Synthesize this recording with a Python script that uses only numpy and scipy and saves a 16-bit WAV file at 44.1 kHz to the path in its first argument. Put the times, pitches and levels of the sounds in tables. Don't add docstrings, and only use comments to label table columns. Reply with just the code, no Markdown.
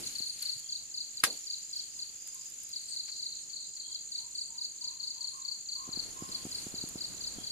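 import sys
import numpy as np
from scipy import signal
from scipy.fft import rfft, irfft
from scipy.io import wavfile

SR = 44100
rng = np.random.default_rng(int(sys.argv[2]) if len(sys.argv) > 2 else 0)


def int16_out(signal):
    q = np.round(np.clip(np.atleast_2d(signal).T, -1, 1) * 32767)
    wavfile.write(sys.argv[1], SR, q.astype(np.int16))


N = 331191

# hz, density_db
ROAR_SPECTRUM = [(20, -8), (40, 0), (100, -1.5), (300, -3), (450, -8), (850, -13), (1600, -16), (3000, -23)]
HISS_SPECTRUM = [(500, -21), (1000, -13), (2500, 0.5), (5000, 3), (8500, 2.5), (11700, 1), (15500, 4)]
NIGHT_SPECTRUM = [(30, -22), (850, -37.5), (2500, -22.5), (4400, -21), (5600, -36), (6200, -2.5),
                  (7080, -3.5), (7700, -12), (8100, -25), (10000, -56), (14000, -16.5)]
# time_s, level_db
FLAME_LEVEL = [(0.0, -55), (0.23, -65.5), (1.3, -67), (5.79, -67), (5.94, -53.5), (7.51, -54)]
# time_s, level_db
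FRYING_LEVEL = [(0.0, -41.5), (0.21, -46.5), (0.33, -52), (0.43, -43), (0.65, -54), (0.98, -57),
                (1.34, -47.5), (1.51, -53.5), (2.76, -52.5), (3.74, -61), (4.22, -56), (4.58, -58.5),
                (5.79, -57), (6.04, -50), (6.63, -45.5), (6.76, -49.5), (7.51, -50.5)]
# centre_hz, width_hz, throb_db, usual_level_db
FAR_INSECTS = [(3260, 200, 1.5, -83), (4930, 340, 2, -70), (5640, 180, 2, -72), (8200, 380, 4, -63),
               (9170, 450, 4, -68.5), (4350, 800, 3, -65)]
# start_s, end_s, louder_db
BOUTS = [
    [(.65, .73, 21), (1.75, 1.87, 19.5), (2.72, 2.82, 12), (3.85, 3.98, 21), (5.23, 5.31, 15),
     (6.36, 6.5, 17.5), (7.39, 7.51, 21.5)],
    [(0.0, .2, 4), (1.6, 1.8, 10), (1.93, 1.97, 15.5), (2.2, 2.33, 12.5), (2.4, 2.5, 12.5),
     (2.62, 2.72, 12), (2.87, 2.97, 12), (3.09, 3.18, 12), (3.43, 3.5, 10), (3.68, 3.76, 12),
     (5.31, 5.37, 8), (6.0, 6.05, 5), (6.2, 6.3, 11), (6.47, 6.57, 13), (6.98, 7.05, 11.5), (7.22, 7.27, 5)],
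    [(1.4, 1.62, 11.5), (1.74, 1.8, 15), (3.1, 3.16, 10)],
    [(2.25, 2.38, 3), (2.57, 2.69, 3), (2.88, 2.96, 7.5), (3.18, 3.42, 4), (3.62, 3.82, 4),
     (4.06, 4.14, 7.5), (4.3, 4.55, 4.5), (5.36, 5.4, 6.5), (6.3, 6.65, 5)],
    [(0.0, 0.48, 9), (3.2, 3.33, 1), (6.45, 6.62, 9)],
    [(2.8, 2.86, 8), (3.03, 3.07, 5), (3.14, 3.18, 16), (3.35, 3.41, 10), (3.58, 3.65, 13),
     (7.11, 7.2, 10.5), (7.33, 7.43, 9)],
]
# pulse_number, time_s
BEAT = [(0, .0025), (11, .7046), (19, 1.2143), (20, 1.304), (23, 1.4995), (29, 1.8797), (34, 2.1997),
        (42, 2.7082), (48, 3.095), (51, 3.2837), (68, 4.3716), (71, 4.565), (82, 5.269), (89, 5.7132),
        (90, 5.7812), (95, 6.1056), (101, 6.487), (105, 6.745), (110, 7.0624), (113, 7.2547), (116, 7.4433)]
# start_s, strokes, level_db, singer (0 ahead, 1 near left, 2 farther left)
CHIRPS = [(0.0293, 2, -31.5, 0), (0.1495, 3, -28.8, 1), (0.2295, 3, -31, 0), (0.4179, 3, -27.2, 1),
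          (0.4598, 3, -31.3, 0), (0.6875, 3, -30, 0), (0.9397, 3, -30.3, 0), (1.1678, 2, -29.5, 0),
          (1.2348, 3, -30.7, 0), (1.4665, 3, -30.7, 0), (1.7268, 3, -31, 0), (1.9877, 2, -31.3, 0),
          (2.7268, 2, -31, 0), (2.8795, 2, -34, 2), (2.9297, 3, -30, 0), (3.083, 2, -35, 2),
          (3.1918, 3, -30.7, 0), (3.316, 1, -30.5, 2), (3.4953, 3, -35.5, 2), (3.762, 2, -35.5, 2),
          (3.914, 2, -31, 0), (4.115, 3, -30, 0), (4.3469, 3, -30.8, 0), (4.5783, 3, -30.2, 0),
          (4.8096, 3, -30.1, 0), (4.995, 2, -30, 1), (5.0399, 3, -31.2, 0), (5.2061, 3, -29, 1),
          (5.4462, 3, -28, 1), (5.6853, 3, -27.9, 1), (5.9234, 3, -27.8, 1), (6.313, 2, -30.2, 0),
          (6.5138, 3, -30.6, 0), (6.7451, 3, -31.5, 0), (6.9755, 3, -31.5, 0), (7.2047, 3, -30.8, 0),
          (7.4345, 3, -32.2, 0)]
# time_s, level_db, low_part_db, left_minus_right_db
TICKS = [(0.184, -29, -29, -6), (0.4245, -22.5, -22, -2), (0.593, -31.5, -43, -3), (0.966, -44.5, -22, 6),
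         (1.3637, -41, -14, 3), (1.7654, -36.5, -20, 1), (2.1535, -58, -5, 0), (2.274, -29, -22, -5),
         (2.345, -33, -29, 1.5), (2.448, -44, -28, 2), (2.5, -35.5, -32, 1), (2.633, -31, -34, 4),
         (2.6902, -35.5, -22, -1), (2.814, -43.5, -23, 8), (3.0806, -57, 13, -1.5), (6.8883, -28, -32, -6)]
# time_s, relative_level_db
POPS = [(0.204, -43.5), (5.878, -44.5), (5.89, -37.5), (5.974, -36), (6.2229, -31.5), (6.292, -41),
        (6.4525, -32), (6.467, -35), (6.6673, -33), (6.7408, -35.5), (6.8387, -33), (6.9569, -33),
        (7.385, -35)]
# hz, level_db, t60_s
POT_MODES = [(729, -18.5, 0.047), (1330, -25.5, 0.038)]
# time_s, relative_strength_db
KNOCK = [(1.2351, -27.5), (1.237, -33), (1.238, -8), (1.2402, -33), (1.2428, -31), (1.2457, -26)]
# hz, relative_level_db, t60_s, left_minus_right_db
PAN_MODES = [(151.3, -1.5, 0.014, 1.5), (311.7, -11.5, 0.077, -4), (469.4, -10, 0.077, -0.5),
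             (754, -14.5, 0.0824, -4), (1264, 3, 0.025, -19.5), (1352, -1.5, 0.039, -10),
             (1587, 1.5, 0.062, 2), (1656, -2.5, 0.061, 6), (1870, -1.5, 0.041, 22), (2110, -10, 0.083, 1),
             (2556, -2, 0.054, -12), (2930, -17, 0.095, -1), (3562, -3.5, 0.099, -4.5),
             (4570, -10, 0.079, 1), (4910, -2, 0.047, -0.5), (6660, -2, 0.033, -10),
             (8000, -10.5, 0.015, -15.5), (10120, 7.5, 0.017, -6), (12210, -16, .025, -7.5)]
# start_s, crest_s, end_s, fade_db_per_s,
# opening_db, crest_db, opening_hz, crest_hz, end_hz, hoarse_power_share
BARKS = [(1.983, 1.99, 2.03, 302, -67, -66, 1030, 990, 990, .4),
         (2.33, 2.358, 2.46, 500, -64, -52, 993, 1050, 1040, 0.3),
         (3.882, 3.948, 3.9, 300, -62.5, -56, 956, 1028, 1030, 0.8),
         (4.193, 4.253, 4.3, 200, -56, -58.5, 916, 1000, 1020, 0.6),
         (4.5, 4.585, 4.62, 150, -57.5, -56, 943, 985, 990, 0.8),
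         (4.811, 4.89, 5.22, 76, -57.5, -53, 980, 1017, 1036, 0.56),
         (5.161, 5.24, 5.28, 200, -55, -52.5, 966, 990, 990, .8),
         (5.338, 5.385, 5.7, 140, -49, -46, 1088, 1073, 1020, 0.45),
         (5.77, 5.816, 5.97, 113, -47, -42.5, 1052, 1080, 1047, 0.6),
         (6.17, 6.214, 6.5, 73, -45, -44.5, 1050, 1078, 1042, 0.45)]

NIGHT_DB = -51
BOUT_SWELL_S, WANDER_DB = 0.05, 2.0
DIP_S, DIP_LENGTH_S, DIP_DB = 1.207, .028, -16
BUMP_DB, BUMP_DECAY_S = -40.5, 0.038
PAIR_GAP_S, PULSE_DB, PULSE_SPREAD_DB = .01805, -38.8, .7
SECOND_STROKE_S, STROKE_GAP_S = .0306, .0317
LEFT_GAP_S = .0325
STROKE_SPREAD_DB, SECOND_HARMONIC_DB = 1.0, -23.5
ROUGH, ROUGH_S = .24, .002
ECHOES_PER_S = 700
THUD_S, THUD_DB = 0.55, -56.5
BARK_ATTACK_S, BARK_DIP_DB_PER_S, BARK_RELEASE_S = 0.018, 54, 0.023
BARK_DB = -0.5
CUTOFF_HZ = 15900


def from_db(db):
    return 10 ** (np.asarray(db) / 20)


def rms_one(x):
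    return x / np.sqrt(np.mean(x ** 2) + 1e-20)


def sides(pan_db):
    return np.array([[1], [from_db(-pan_db)]])


def add(out, s, sound):
    i = max(round(s * SR), 0)
    out[:, i:i + sound.shape[1]] += sound[:, :N - i]


def bandpass(order, low_hz, high_hz, x):
    return signal.sosfilt(signal.butter(order, [low_hz, high_hz], "band", fs=SR, output="sos"), x)


def drift(rate_hz):
    r = np.exp(-2 * np.pi * rate_hz / SR)
    noise = rng.standard_normal((2, N + SR))
    return rms_one(signal.lfilter([1], [1, -2 * r, r * r], noise)[:, SR:])


def coloured(spectrum, alike, flicker_db, rate_hz):
    hz, level_db = np.transpose(spectrum)
    bins_hz = np.fft.rfftfreq(N, 1 / SR)
    gain = from_db(np.interp(np.log(bins_hz + 1), np.log(hz), level_db))
    mid, side = irfft(rfft(rng.standard_normal((2, N))) * gain, N)
    stereo = np.sqrt(1 + alike) * mid + np.sqrt(1 - alike) * side * [[1], [-1]]
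    return rms_one(stereo * from_db(flicker_db * drift(rate_hz)))


def scattered(dry, t60_s, start_s, build_s):
    t = np.arange(round(t60_s * SR)) / SR
    strength = rng.standard_normal((2, len(t)))
    present = rng.random((2, len(t))) < ECHOES_PER_S / SR
    tail = strength * present * from_db(-60 * t / t60_s) * (1 - np.exp(-t / build_s))
    tail = tail / np.sqrt(np.sum(tail ** 2, axis=1, keepdims=True))
    tail = np.pad(tail, ((0, 0), (round(start_s * SR), 0)))
    return signal.fftconvolve(dry, tail, axes=1)[:, :N]


def burst(decay_s, low_hz, high_hz, alike):
    t = np.arange(round(12 * decay_s * SR)) / SR
    own = rng.standard_normal((2, len(t))) * np.sqrt(1 - alike)
    shared = rng.standard_normal(len(t)) * np.sqrt(alike)
    return rms_one(bandpass(2, low_hz, high_hz, own + shared)) * np.exp(-t / decay_s) / 2


def flame_roar():
    level_db = np.interp(np.arange(N) / SR, *np.transpose(FLAME_LEVEL))
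    return from_db(level_db) * coloured(ROAR_SPECTRUM, alike=0.105, flicker_db=2.0, rate_hz=28.0)


def frying_hiss():
    level_db = np.interp(np.arange(N) / SR, *np.transpose(FRYING_LEVEL))
    return from_db(level_db) * coloured(HISS_SPECTRUM, alike=.05, flicker_db=.6, rate_hz=30.0)


def night_chorus():
    return from_db(NIGHT_DB) * coloured(NIGHT_SPECTRUM, alike=0.032, flicker_db=3.5, rate_hz=24.0)


def far_insects():
    out, t = 0, np.arange(N) / SR
    throb, wander = drift(18.7), drift(4.06)[0]
    for k, (hz, width_hz, throb_db, level_db) in enumerate(FAR_INSECTS):
        noise = rng.standard_normal((2, N))
        song = rms_one(bandpass(3, hz - width_hz / 2, hz + width_hz / 2, noise))
        for start_s, end_s, louder_db in BOUTS[k]:
            inside_s = np.minimum(t - start_s, end_s - t)
            level_db = level_db + louder_db * np.clip(inside_s / BOUT_SWELL_S + 1, 0, 1)
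        level_db = level_db + WANDER_DB * np.roll(wander, k * SR)
        out = out + song * from_db(level_db + throb_db * np.roll(throb, k * SR // 2, axis=1))
    return out


def opening_bump():
    out = np.zeros((2, N))
    add(out, 0, from_db(BUMP_DB) * burst(BUMP_DECAY_S, low_hz=140, high_hz=425, alike=0.76))
    return out


def stroke(length_s, top_hz, fall_hz, lag_s, lean, second_db=-60, third_db=-60):
    t = np.arange(round(length_s * SR) + 40) / SR - np.array([[0], [lag_s]])
    u = np.clip(t / length_s, 0, 1)
    top_hz = top_hz * rng.normal(1, .005)
    fall_hz = fall_hz * rng.normal(1, .05)
    cycles = top_hz * t - fall_hz * length_s * u ** 2.15 / 2.15
    phase = 2 * np.pi * cycles + rng.uniform(0, 2 * np.pi)
    chance, steps = rng.standard_normal((2, 60)), np.arange(60)
    flutter = np.interp(t / ROUGH_S, steps, chance[0])
    broken = np.interp(t / .00045, steps, chance[1])
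    overtones = from_db(second_db) * np.sin(2 * phase) + from_db(third_db) * np.sin(3 * phase)
    tone = (1 + ROUGH * flutter) * np.sin(phase) + broken * overtones
    swell = np.sin(np.pi * u ** np.array(lean)[:, None]) ** 1.3
    return swell * tone


def small_cricket():
    out = np.zeros((2, N))
    number, at_s = np.transpose(BEAT)
    for s in np.interp(np.arange(number[-1] + 1), number, at_s):
        pulse_db = rng.normal(PULSE_DB, PULSE_SPREAD_DB)
        for late_s, length_s in ((0, .013), (PAIR_GAP_S, .0145)):
            sound = stroke(length_s, 7580, 1380, -.000136, [1.0, .8])
            level_db = pulse_db + rng.normal(0, .8)
            add(out, s + late_s, from_db(level_db) * from_db([[-1.2], [0]]) * sound)
    return out + from_db(-.5) * scattered(out, .35, .002, .004)


def field_cricket(singer, pan_db, second_s, gap_s, first_db, top_hz, fall_hz, lag_s, lean, lead_in_db, third_db):
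    out = np.zeros((2, N))
    for start_s, strokes, level_db, who in CHIRPS:
        if who != singer:
            continue
        gain = from_db(level_db) * sides(pan_db)
        if start_s > .03:
            lead_in = stroke(0.013, top_hz - 420, fall_hz * .5, lag_s, lean)
            add(out, start_s - .028, gain * from_db(first_db + lead_in_db) * lead_in)
        for k in range(strokes):
            s, soft_db = start_s, first_db
            if k > 0:
                s, soft_db = start_s + second_s + (k - 1) * gap_s, 0
            spread = from_db(rng.normal(0, STROKE_SPREAD_DB, (2, 1)))
            sound = stroke(.023, top_hz, fall_hz, lag_s, lean, SECOND_HARMONIC_DB, third_db)
            add(out, s, gain * from_db(soft_db) * spread * sound)
    return out


def field_crickets():
    ahead = field_cricket(0, 1.6, SECOND_STROKE_S, STROKE_GAP_S, -3.2, 4850, 1090,
                          .00032, [.66, .9], lead_in_db=-12, third_db=-32)
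    left = field_cricket(1, 9.2, LEFT_GAP_S, LEFT_GAP_S, -1.6, 4780, 1000,
                         -.00005, [.8, .75], lead_in_db=-9, third_db=-21)
    far = field_cricket(2, 8.5, STROKE_GAP_S, LEFT_GAP_S, -3.2, 4780, 1000,
                        -.00005, [.8, .8], lead_in_db=-9, third_db=-24)
    ahead_echo = from_db([[-5], [-7.5]]) * scattered(ahead, .36, .002, .012)
    left_echo = from_db([[-5.5], [1]]) * scattered(left, .32, .003, .02)
    far_echo = from_db([[-1], [5.5]]) * scattered(far, .4, .006, .04)
    return ahead + ahead_echo + left + left_echo + far + far_echo


def spatula_ticks():
    out = np.zeros((2, N))
    for s, level_db, low_db, pan_db in TICKS:
        gain = from_db(level_db + pan_db / 2) * sides(pan_db)
        bright = burst(0.004, low_hz=7000, high_hz=18100, alike=0.042)
        add(out, s, from_db([[2], [-2]]) * gain * bright)
        add(out, s, gain * from_db(low_db) * burst(0.014, low_hz=1050, high_hz=4700, alike=0.14))
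    return out


def flame_pops():
    out, t = np.zeros((2, N)), np.arange(-200, 3000) / SR
    suck = -np.exp(-(t / 0.00071) ** 2)
    rebound = 0.46 * np.exp(-((t - .002) / 0.00094) ** 2)
    before = 0.4 * np.exp(-((t + 0.0015) / 0.00052) ** 2)
    shape = suck + rebound + before
    for hz, level_db, t60_s in POT_MODES:
        shape = shape + (t > 0) * from_db(level_db - 60 * t / t60_s) * np.sin(2 * np.pi * hz * t)
    for s, level_db in POPS:
        add(out, s + 0.00122 + t[0], from_db(level_db + 1.5) * shape * np.ones((2, 1)))
    return out


def pan_thud():
    out = np.zeros((2, N))
    add(out, THUD_S, from_db(THUD_DB) * burst(.05, low_hz=90, high_hz=150, alike=0.98))
    return out


def pan_rings(push):
    out = 0
    for hz, level_db, t60_s, pan_db in PAN_MODES:
        r, w = from_db(-60 / (t60_s * SR)), 2 * np.pi * hz / SR
        ring = signal.lfilter([.5, 0, -.5], [1, -2 * r * np.cos(w), r * r], push + 1e-18)
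        out = out + from_db(level_db + pan_db / 2) * sides(pan_db) * ring
    return out


def pan_knock():
    out, push = np.zeros((2, N)), np.zeros((2, SR // 2))
    first_s, main_s = KNOCK[0][0], KNOCK[2][0]
    for s, strength_db in KNOCK:
        crack = burst(0.00055, low_hz=1500, high_hz=11750, alike=0.11)
        add(out, s, from_db(strength_db - 16) * crack)
        add(push, s - first_s, -from_db(strength_db - 19.5) * np.ones((2, 1)))
    add(out, main_s, from_db(-13.5) * burst(0.015, low_hz=990, high_hz=12700, alike=0.056))
    bright = burst(0.0012, low_hz=9170, high_hz=15300, alike=0.078)
    add(out, main_s, from_db(-6.0) * sides(11.0) * bright)
    add(out, first_s + .025, from_db(-38.5) * burst(0.036, low_hz=300, high_hz=790, alike=0.85))
    add(out, first_s + .04, from_db(-43) * burst(.045, low_hz=210, high_hz=460, alike=.9))
    add(out, first_s, pan_rings(push))
    return out


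def dogs():
    t, out = np.arange(N) / SR, np.zeros(N)
    lowpass = signal.butter(4, 85, fs=SR, output="sos")
    hoarse = signal.sosfilt(lowpass, rng.standard_normal((2, N)))
    wavering = rms_one(hoarse[0]) + 1j * rms_one(hoarse[1])
    for start_s, crest_s, end_s, fade_db, open_db, crest_db, open_hz, crest_hz, end_hz, share in BARKS:
        half_s = (crest_s - start_s) / 2
        sag_s = start_s + half_s
        sag_db = min(open_db, crest_db) - BARK_DIP_DB_PER_S * half_s
        end_db = crest_db - fade_db * (end_s - crest_s)
        times_s = [start_s - BARK_ATTACK_S, start_s, sag_s, crest_s, end_s, end_s + BARK_RELEASE_S]
        levels_db = [open_db - 20, open_db, sag_db, crest_db, end_db, end_db - 20]
        level_db = np.interp(t, times_s, levels_db, -200, -200)
        hz = np.interp(t, [sag_s, crest_s, end_s], [open_hz, crest_hz, end_hz])
        carrier = np.exp(2j * np.pi * np.cumsum(hz) / SR)
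        voice = np.sqrt(1 - share) + np.sqrt(share / 2) * wavering
        out += from_db(level_db + BARK_DB) * np.real(voice * carrier)
    ears = np.array([out, .7 * np.roll(out, 19)])
    return ears + 0.46 * scattered(ears, 0.16, 0.002103, 0.0024)


def scene():
    t = np.arange(N) / SR
    dipped = (t > DIP_S) & (t < DIP_S + DIP_LENGTH_S)
    insects = night_chorus() + far_insects() + small_cricket() + field_crickets()
    stove = flame_roar() + frying_hiss() + flame_pops()
    pan = spatula_ticks() + pan_thud() + pan_knock()
    return from_db(DIP_DB * dipped) * insects + opening_bump() + stove + pan + dogs()


def record(dry):
    below = signal.sosfiltfilt(signal.cheby2(24, 40, 12250, fs=SR, output="sos"), dry)
    heard = below + from_db(-11) * (dry - below)
    return signal.sosfilt(signal.cheby2(24, 75, CUTOFF_HZ, fs=SR, output="sos"), heard)


dry = scene()
out = record(dry)
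int16_out(out)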